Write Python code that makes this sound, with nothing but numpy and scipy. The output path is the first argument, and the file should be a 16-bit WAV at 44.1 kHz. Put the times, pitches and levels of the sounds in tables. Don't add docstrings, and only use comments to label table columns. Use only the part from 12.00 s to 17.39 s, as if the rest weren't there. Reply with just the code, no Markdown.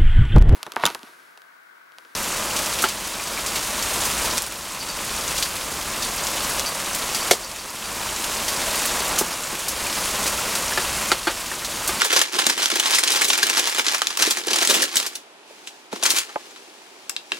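import sys
import numpy as np
from scipy import signal
from scipy.fft import rfft, irfft, next_fast_len
from scipy.io import wavfile

SR = 44100
rng = np.random.default_rng(int(sys.argv[2]) if len(sys.argv) > 2 else 0)


def wav_record(signal):
    frames = np.transpose(np.atleast_2d(signal))
    bounded = np.clip(frames, -1, 1)
    quanta = np.round(bounded * 32767).astype(np.int16)
    wavfile.write(sys.argv[1], SR, quanta)


N = 237831
TOP_HZ = 16000
LENGTH = 4096
T = np.arange(LENGTH) / SR
SIDES = np.array([[.5], [-.5]])


# start in seconds, relative level in dB at
# 2-6.5 kHz, lows and highs in dB against that band, nominal settling time in seconds.
SNAPS = [(0.0183, -17.5, 0, -5, 0.0014), (0.0465, -24.5, 3, 4.5, 0.018), (0.1268, -23.5, 3, 3.5, 0.0083),
         (0.163, -14, -4.5, -6, 0.019), (0.192, -20.5, -12, 0, 0.0024), (.2154, -14.5, -5.5, -5, 0.0049),
         (0.3497, -29, -14, -14, 0.0046), (.389, -17.5, -0.5, -5, 0.018), (0.4666, -15, -8, -1.5, 0.0035),
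         (0.4978, -16.5, -4, -4, .004), (0.5927, -26.5, 1, -5, .017), (0.6268, -20.5, -8, -4.5, 0.029),
         (.6579, -16, -13, -8, 0.0012), (0.7017, -22.5, -1, -3, .003), (0.7156, -20, -7, -12, .01),
         (.756, -23, -1, 1.5, 0.015), (0.7976, -20, -6, 2, 0.0061), (.8571, -19.5, -3, -6, 0.028),
         (0.9081, -27.5, 2, 6, 0.0053), (0.9339, -19, -3.5, -9, 0.019), (0.9476, -18, -11, -1, 0.018),
         (0.986, -18.5, -7, 0, .009), (1.0364, -18, -5.5, -3, 0.0048), (1.076, -15, -20, -11, 0.0082),
         (1.104, -24, -24, 3, 0.0027), (1.119, -20, -24, 0, 0.011), (1.1587, -19.5, -3.5, -2, 0.012),
         (1.217, -21, 0, 2.5, .012), (1.245, -19.5, -16, -1, .009), (1.2825, -24, -23, 5, 0.033),
         (1.3021, -14.5, -5.5, -16, 0.0052), (1.332, -17.5, -8, -9, 0.013), (1.4301, -17.5, -8, -3, 0.0096),
         (1.468, -23, -23, 1, 0.002), (1.4985, -21.5, -1, 2, 0.0046), (1.571, -20.5, -0.5, -0.5, 0.02),
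         (1.5944, -19, -26, -1, 0.0032), (1.673, -22, -1, -2, 0.0072), (1.7253, -31, 5, -3, 0.0067),
         (1.7476, -27.5, 0, 0, .005), (1.7835, -24.5, 3, 3, 0.016), (1.795, -19, -2, -12, 0.0039),
         (1.866, -17, -11.5, -17, 0.0051), (1.883, -16.5, -13, -19, 0.0038),
         (1.9462, -22.5, 3, 0.5, 0.0068), (2.0185, -20, 1.5, -5, 0.0005), (2.0703, -17, -26, -9, 0.0012),
         (2.1038, -27, -1.5, -12, 0.013), (2.1726, -26, -0.5, 5, 0.0018), (2.2061, -30.5, 3, 4, 0.024),
         (2.223, -14.5, -7.5, -3.5, 0.0073), (2.269, -27.5, -11, -2, 0.027), (2.3077, -19, -12, 2, 0.012),
         (2.371, -26.5, 3, -2, 0.0048), (2.47, -33, -13, 8, .0035), (2.4835, -21, -8, -20, .004),
         (2.506, -20.5, -9, -8, 0.01), (2.5321, -18, -7.5, -5.5, 0.015), (2.5586, -20, -2, -1.5, 0.01),
         (2.586, -19.5, -5, -5, 0.0066), (2.6123, -19, -18, -14, 0.022), (2.6246, -21.5, 3, 2.5, 0.0055),
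         (2.6501, -21, -4.5, -1, 0.0053), (2.6738, -19, -25, 0.5, 0.0041), (2.698, -16.5, -6, -1, 0.021),
         (2.709, -18, -8, -4, 0.0063), (2.742, -18.5, -4, -0.5, 0.026), (2.8207, -18, -25, 0, 0.011),
         (2.839, -23, -10, -1, 0.0023), (2.9567, -23.5, -6, 5.5, 0.0054), (2.9686, -16, -34, 0.5, 0.0082),
         (3.0, -22.5, -19, -9, .0035), (3.027, -30, -5.5, 0, 0.0086), (3.065, -28, -7, 4.5, 0.0065),
         (3.154, -29.5, -39, 0.5, 0.0077), (3.673, -31, -13.5, -8.5, 0.0092),
         (3.9282, -36.5, 5.5, -6, 0.0062), (3.9594, -37.5, 5, -4, .007), (4.026, -25, -4, -12, .006),
         (4.0351, -19.5, -12, 0.5, 0.0061), (4.055, -17.5, -4.5, -5, 0.01), (4.063, -18, -11, 0, 0.0043),
         (4.104, -17.5, -22, 2.5, 0.014), (4.162, -21.5, -8, -1, 0.024), (4.1849, -21, -7.5, 2, 0.0055),
         (4.2922, -43, 6, -15, 0.023), (4.561, -43, 1, -21, 0.0077)]
# frequency in Hz, gain in dB.
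SNAP_SPECTRUM = [(50, -35.5), (200, 1.5), (500, -9.5), (950, -0.5), (1300, -2.5), (1700, -0.5), (2100, -4),
                 (3100, 1), (3800, 0.5), (4900, 0.5), (7000, 0.5), (10000, -1), (15500, -8.5)]


def snaps(rows, patches, gain_db=-1, high_lift_db=0.5, settle_share=0.92):
    out, lead = np.zeros((2, N)), LENGTH // 8
    hz = np.fft.rfftfreq(LENGTH, 1 / SR)
    mid_low_high_hz = ((2000, 6500), (500, 2000), (6500, 17000))
    filters = [signal.butter(2, edges, "band", fs=SR, output="sos") for edges in mid_low_high_hz]
    bands = np.array([signal.sosfreqz(sos, hz, fs=SR)[1] for sos in filters])
    responses = rfft(patches, LENGTH)
    for s, db, low_db, high_db, settle_s in rows:
        push = avalanche(settle_share * settle_s, after_db=1, lead=lead, count=5)
        struck = responses[rng.permutation(len(patches))[:len(push)]]
        spectrum = (rfft(push)[:, None] * struck).sum(axis=0)
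        parts = irfft(bands[:, None] * spectrum)
        gains = undb([0, low_db, high_db + high_lift_db]) * [1, -1, -1]
        sound = sum(gain * part / head_rms(part[:, lead:], .008) for gain, part in zip(gains, parts))
        add(out, s - lead / SR, sound * undb(db + gain_db))
    return colour(out, SNAP_SPECTRUM)


def lesser_snaps(strain_db, slack_db=-33, count=70, scatter_db=3, settle_s=0.0061):
    rows = []
    for i, (jitter, size, low, high) in enumerate(rng.uniform(-1.1, 1, (count, 4))):
        s = np.clip((i + jitter) / count, 0, 1) * N / SR
        strain = level_at(strain_db, s)
        db = strain - 5 - 2 * max(slack_db - strain, 0)
        rows.append((s, db + scatter_db * size, scatter_db * low, 1.5 + scatter_db * high, settle_s))
    return rows


def plastic_patch(near_s=0.0093, near_db=-6, count=110):
    position = (np.arange(count) + rng.random(count)) / count
    hz = 400 + (TOP_HZ - 400) * position ** 1.5
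    t60 = .008 * (hz / 3000) ** -.2 * np.exp(.25 * rng.standard_normal(count))
    direct = modes(hz, rng.choice([-1, 1], count) / np.sqrt(t60), t60, size=512)
    t = T[:LENGTH // 4]
    direct = np.pad(direct, ((0, 0), (0, len(t) - direct.shape[1])))
    reflections = diffuse(len(t)) * np.exp(-t / near_s) * (t > .001)
    return unit(direct) + undb(near_db) * unit(reflections)


def avalanche(settle_s, after_db, lead=0, count=1, before_db=-9, rise_share=0.7):
    settle_s = max(settle_s, 1e-4)
    t = T - T[lead]
    envelope = np.exp(-np.abs(t) / settle_s / np.where(t < 0, rise_share, 1))
    envelope *= np.where(t < 0, undb(before_db), 1)
    push = creases(np.tile(envelope, (count, 1)), per_s=6000, scatter_db=3.5)
    push *= undb(after_db) * np.sqrt(settle_s / 0.0014) / (np.linalg.norm(push) + 0.14)
    push[0, lead] += 1
    return push


def creases(envelope, per_s, scatter_db):
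    out = np.zeros(envelope.shape)
    at = rng.integers(0, out.size, int(per_s * envelope.shape[-1] / SR) + 1)
    signs = rng.choice([-1, 1], len(at))
    out.flat[at] = signs * undb(scatter_db * np.minimum(rng.exponential(size=len(at)), 3))
    return out * envelope


# frequency in Hz, gain in dB.
CRACKLE_SPECTRUM = [(200, -13.5), (500, -11.5), (900, -1), (1700, 1), (2300, 3), (3700, 2.5), (4800, 2),
                    (7000, -0.5), (10000, -5.5), (15500, -16)]


def crackle(patches, level_db, gain_db=-1, buckling_db=-41, onset_db=5.5):
    pushes = creases(np.ones(N), per_s=1400, scatter_db=6)
    ticks = np.zeros((2, N + LENGTH))
    for i in np.flatnonzero(pushes):
        ticks[:, i:i + patches.shape[-1]] += pushes[i] * patches[i % len(patches)]
    buckling = 1 / (1 + np.exp((buckling_db - level_db) / onset_db))
    wrap = np.sqrt(buckling) * unit(ticks[:, :N]) + np.sqrt(1 - buckling) * unit(diffuse(N))
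    return unit(colour(wrap, CRACKLE_SPECTRUM)) * undb(level_db + gain_db)


# start in seconds, relative level in dB, pitch in Hz.
DENTS = [(0.0184, -16.5, 1420), (0.1195, -28, 1740), (0.2158, -32, 1030), (0.7995, -20, 3090),
         (0.985, -17.5, 2010), (1.0375, -19.5, 3350), (1.2184, -15.5, 2206), (1.4296, -14.5, 1630),
         (1.4303, -18, 4900), (1.7954, -21.5, 2170), (2.0188, -19.5, 1213), (2.829, -18, 1720)]


def dent_pops(gain_db=-1):
    out = np.zeros((2, N))
    ratios, gains = np.array([1, 1.135, 2.6]), undb([0, -5, -11]) * [1, -1, -1]
    for s, db, hz in DENTS:
        sound = modes(hz * ratios, gains, t60=.026)
        add(out, s, sound / head_rms(sound, .008) * undb(db + gain_db))
    return out


# frequency in Hz, relative level in dB, seconds to fall 60 dB.
SHOULDER_MODES = [(1047, -4, 0.053), (1705, 1, 0.05), (2420, -9, 0.018), (3000, -7, 0.025)]


def shoulders(wrap, gain_db=-9):
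    hz, db, t60 = np.transpose(SHOULDER_MODES)
    gains = undb(db + gain_db) * 2 * np.log(1000) / (t60 * SR)
    return ring(wrap, modes(hz, gains, t60))


# start in seconds, level in dB, centre pitch in Hz.
BUMPS = [(.056, -32, 420), (.131, -29, 342), (.162, -27.5, 344), (.364, -32, 305), (.465, -28, 314),
         (.723, -29, 347), (.756, -32, 337), (1.591, -31, 442), (2.272, -29, 357), (2.47, -26.5, 415),
         (2.516, -31, 403), (2.615, -32.5, 466), (2.69, -32, 420), (2.711, -32, 400), (2.762, -38, 376),
         (2.786, -37, 357), (2.815, -44.5, 400), (4.029, -30.5, 400)]


def bumps(rows, spread=0.378, count=15):
    out = np.zeros((2, N))
    for s, db, hz in rows:
        offset = np.linspace(-2, 2, count) + rng.uniform(-2.1, 1.6, count) / count
        gains = np.exp(-offset ** 2 / 3) * rng.choice([-1, 1], count)
        wall = modes(hz * np.exp(spread * offset), gains, t60=.036, size=2048)
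        sound = ring(avalanche(settle_s=.004, after_db=5), wall)
        add(out, s, sound / head_rms(sound, .02) * undb(db))
    return butter(out, "high", hz=230, order=2)


def wall_flexes(rub_db, hz=369.3, scatter_octaves=.1):
    pitches = hz * 2 ** (scatter_octaves * rng.standard_normal(len(SNAPS)))
    return [(s, level_at(rub_db, s) - 1, pitch) for (s, *_), pitch in zip(SNAPS, pitches)]


# frequency in Hz, gain in dB.
RUB_SPECTRUM = [(40, -72.5), (100, -33), (180, -14), (320, 4.5), (450, 1.5), (800, -16.5), (1500, -27),
                (4000, -57)]


def rubbing(level_db, per_s=500, gain_db=-2):
    slips = rng.standard_normal(N) * (rng.random(N) < per_s / SR)
    return unit(colour(slips, RUB_SPECTRUM)) * undb(level_db + gain_db)


# start in seconds, level in dB,
# centre pitch in Hz, spread in octaves, contact time in seconds.
KNOCKS = [(3.507, -44, 630, 0.32, 0.00043), (3.9275, -26, 255, 0.9, 0.0032),
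          (4.132, -36, 200, 0.75, 0.0022), (4.3588, -21.5, 786, 0.3, 0.0023),
          (5.324, -39.5, 362, 0.59, 0.0071)]
# frequency in Hz, level in dB, seconds to fall 60 dB.
CARTON_MODES = [(192, -1, 0.049), (262, 9, 0.027), (355, 15.5, 0.017), (432, 12, 0.035), (590, 11, 0.013),
                (697, 1, 0.05), (868, 6.5, 0.026), (1045, -1, 0.05), (1200, -1, 0.034), (2130, -16, 0.022)]


def carton_knocks():
    return strike(KNOCKS, CARTON_MODES, lowest_hz=110, rattle_db=1, reach=3.2)


# start in seconds, level in dB,
# centre pitch in Hz, spread in octaves, nominal contact time in seconds.
NOTCHES = [(5.0948, -25, 7500, 1.4, 0.0036), (5.1648, -25, 3630, 0.36, 0.00009),
           (5.3196, -20.5, 2770, 0.46, 0.000089)]
# frequency in Hz, level in dB, seconds to fall 60 dB.
KNIFE_MODES = [(1030, 13.5, 0.0065), (1670, 3, 0.025), (1800, 9, 0.0053), (2720, 0, 0.021),
               (3170, -12, 0.037), (3780, 3.5, 0.006), (5040, -0.5, 0.02), (5840, 8, 0.0022),
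               (6830, -4, 0.022), (7600, 7.5, .004), (9800, 2, 0.0028), (12100, 5, 0.0023)]


def knife_clicks():
    return strike(NOTCHES, KNIFE_MODES, lowest_hz=200, rattle_db=9, reach=3.6)


def strike(blows, body, lowest_hz, rattle_db, reach):
    out = np.zeros((2, N))
    hz, mode_db, t60 = np.transpose(body)
    signs = (-1) ** np.arange(len(hz))
    for s, db, centre_hz, octaves, contact_s in blows:
        weight = undb(mode_db) / (1 + (np.log2(hz / centre_hz) / octaves) ** 2)
        sound = ring(avalanche(contact_s, rattle_db), modes(hz, weight * signs, t60))
        sound = butter(sound, "low", min(reach * centre_hz, TOP_HZ), order=4)
        add(out, s, sound / head_rms(sound, .014) * undb(db))
    return butter(out, "high", lowest_hz, order=2)


# start in seconds, hold in seconds, relative crackle and rubbing levels in dB.
GRIPS = [(0.0, 2.95, -33.5, -49), (.005, 0.011, -21.5, -38.5), (0.107, 0.076, -20, -34.5),
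         (0.338, .16, -24.5, -36), (0.578, 0.056, -24, -38.5), (0.74, .23, -24.5, -39),
         (1.036, 0.644, -24.5, -38.5), (1.757, 0.025, -25.5, -34), (1.849, 0.095, -25.5, -42.5),
         (2.197, 0.077, -21, -34.5), (2.375, 0.03, -33, -38.5), (2.477, 0.21, -30, -36.5),
         (2.698, 0.13, -24.5, -31.5), (2.947, 0.099, -30, -41), (3.115, 0.048, -41, -51),
         (3.924, 0.1, -39, -43.5), (4.036, .15, -27.5, -42)]
# start in seconds, hold in seconds, relative level in dB.
SLIDES = [(3.5, 0.23, -48), (4.24, 0.27, -44), (4.6, 1, -49), (5.35, 0.035, -37.5)]


def hands():
    grips = np.array(GRIPS)
    strain_db = effort(grips[:, [0, 1, 2]], attack_s=0.015, release_db_per_s=177)
    rub_db = effort(grips[:, [0, 1, 3]], attack_s=0.015, release_db_per_s=177)
    slide_db = effort(SLIDES, attack_s=0.069, release_db_per_s=58)
    return strain_db, rub_db, slide_db


def effort(gestures, attack_s, release_db_per_s):
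    t = np.arange(N) / SR
    power = np.full(N, 1e-10)
    for start, hold, db in gestures:
        swell = np.clip(1 + (t - start) / attack_s, 0, 1)
        fall_db = release_db_per_s * np.maximum(t - start - hold, 0)
        power += (swell * undb(db - fall_db)) ** 2
    return 10 * np.log10(power)


def room(x, t60=0.16, level_db=-9.5):
    t = np.arange(SR // 2) / SR
    tail = diffuse(len(t)) * undb(-60 * t / t60) * (t > .003)
    return ring(x, undb(level_db) * unit(tail) / np.sqrt(len(t)))


# frequency in Hz, gain in dB.
ROOM_TONE_SPECTRUM = [(18, -67), (30, -36), (97, -19.5), (404, 1.5), (497, -3), (881, 1.5), (1110, -4.5),
                      (1270, -5), (2030, -8.5), (2490, -6.5), (3230, -9.5), (11000, -23), (15000, -40)]


def room_tone(level_db=-48):
    return unit(colour(diffuse(N), ROOM_TONE_SPECTRUM)) * undb(level_db)


def diffuse(n, alike_hz=1800):
    mid, side = rng.standard_normal((2, n))
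    return mid + 2 * SIDES * butter(side, "high", alike_hz, order=1)


def modes(hz, gain, t60, size=LENGTH, apart_hz=8000):
    skew = rng.standard_normal(len(hz)) * np.minimum(hz / apart_hz, 1) * SIDES
    decay = np.exp((2j * np.pi * hz - np.log(1000) / t60)[:, None] * T[:size])
    return ((gain * np.exp(1j * skew)) @ decay).real


def colour(x, points):
    gain = undb(along(points, np.fft.rfftfreq(LENGTH, 1 / SR)))
    cepstrum = irfft(np.log(gain))
    cepstrum[1:LENGTH // 2] *= 2
    cepstrum[LENGTH // 2 + 1:] = 0
    return ring(x, irfft(np.exp(rfft(cepstrum))))


def butter(x, kind, hz, order):
    return signal.sosfilt(signal.butter(order, hz, kind, fs=SR, output="sos"), x)


def ring(x, response):
    return signal.oaconvolve(np.atleast_2d(x), np.atleast_2d(response), axes=-1)[:, :x.shape[-1]]


def along(points, hz):
    f, value = np.transpose(points)
    return np.interp(np.log(hz + 1), np.log(f), value)


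def add(out, s, sound):
    i = int(np.clip(s * SR, 0, N - 1))
    out[:, i:i + LENGTH] += sound[:, :N - i]


def level_at(level_db, s):
    return level_db[int(np.clip(s * SR, 0, N - 1))]


def head_rms(x, seconds):
    return np.sqrt(np.mean(x[:, :int(seconds * SR)] ** 2) + 1e-20)


def unit(x):
    return x / np.sqrt(np.mean(x ** 2) + 1e-20)


def undb(db):
    return 10 ** (np.asarray(db) / 20)


def scene(carton_from_s=3.8, slide_rub_db=-6.5, carton_wet_db=-9, knife_wet_db=2):
    strain_db, rub_db, slide_db = hands()
    hiss = room_tone()
    patches = np.array([plastic_patch() for _ in range(64)])
    carton, knife = carton_knocks(), knife_clicks()
    walls = dent_pops() + bumps(BUMPS + wall_flexes(rub_db))
    walls += rubbing(np.maximum(rub_db, slide_db + slide_rub_db))
    wrap = crackle(patches, np.maximum(strain_db, slide_db))
    wrap += snaps(SNAPS + lesser_snaps(strain_db), patches)
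    left_over_right_db = np.where(np.arange(N) / SR < carton_from_s, -1.1, 0.5)
    plastic = (wrap + shoulders(wrap)) * undb(SIDES * left_over_right_db) + walls
    echoes = room(plastic + undb(carton_wet_db) * carton + undb(knife_wet_db) * knife)
    return plastic + carton + knife + echoes + hiss


# frequency in Hz, left's lead in radians.
PORT_PHASE = [(30, 7), (150, 0.03), (300, -0.77), (690, -0.92), (1290, -1.37), (2840, -1.5), (6000, -0.54),
              (15000, -1.5)]
# frequency in Hz, left minus right in dB.
PORT_BALANCE = [(60, 10.5), (200, -5), (500, -2), (1000, -1.5), (2000, 0), (4000, 1), (9000, 2.5)]


def record(dry, ceiling=1.7, low_cut_hz=100):
    size = next_fast_len(N + LENGTH)
    hz = np.fft.rfftfreq(size, 1 / SR)
    ports = undb(SIDES * along(PORT_BALANCE, hz)) * np.exp(1j * SIDES * along(PORT_PHASE, hz))
    heard = irfft(rfft(dry, size) * ports, size)[:, :N]
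    rounded = ceiling * np.tanh(heard / ceiling)
    thinned = butter(rounded, "high", low_cut_hz, order=1)
    return signal.sosfilt(signal.ellip(10, .2, 80, TOP_HZ, fs=SR, output="sos"), thinned)


dry = scene()
out = record(dry)
wav_record(out)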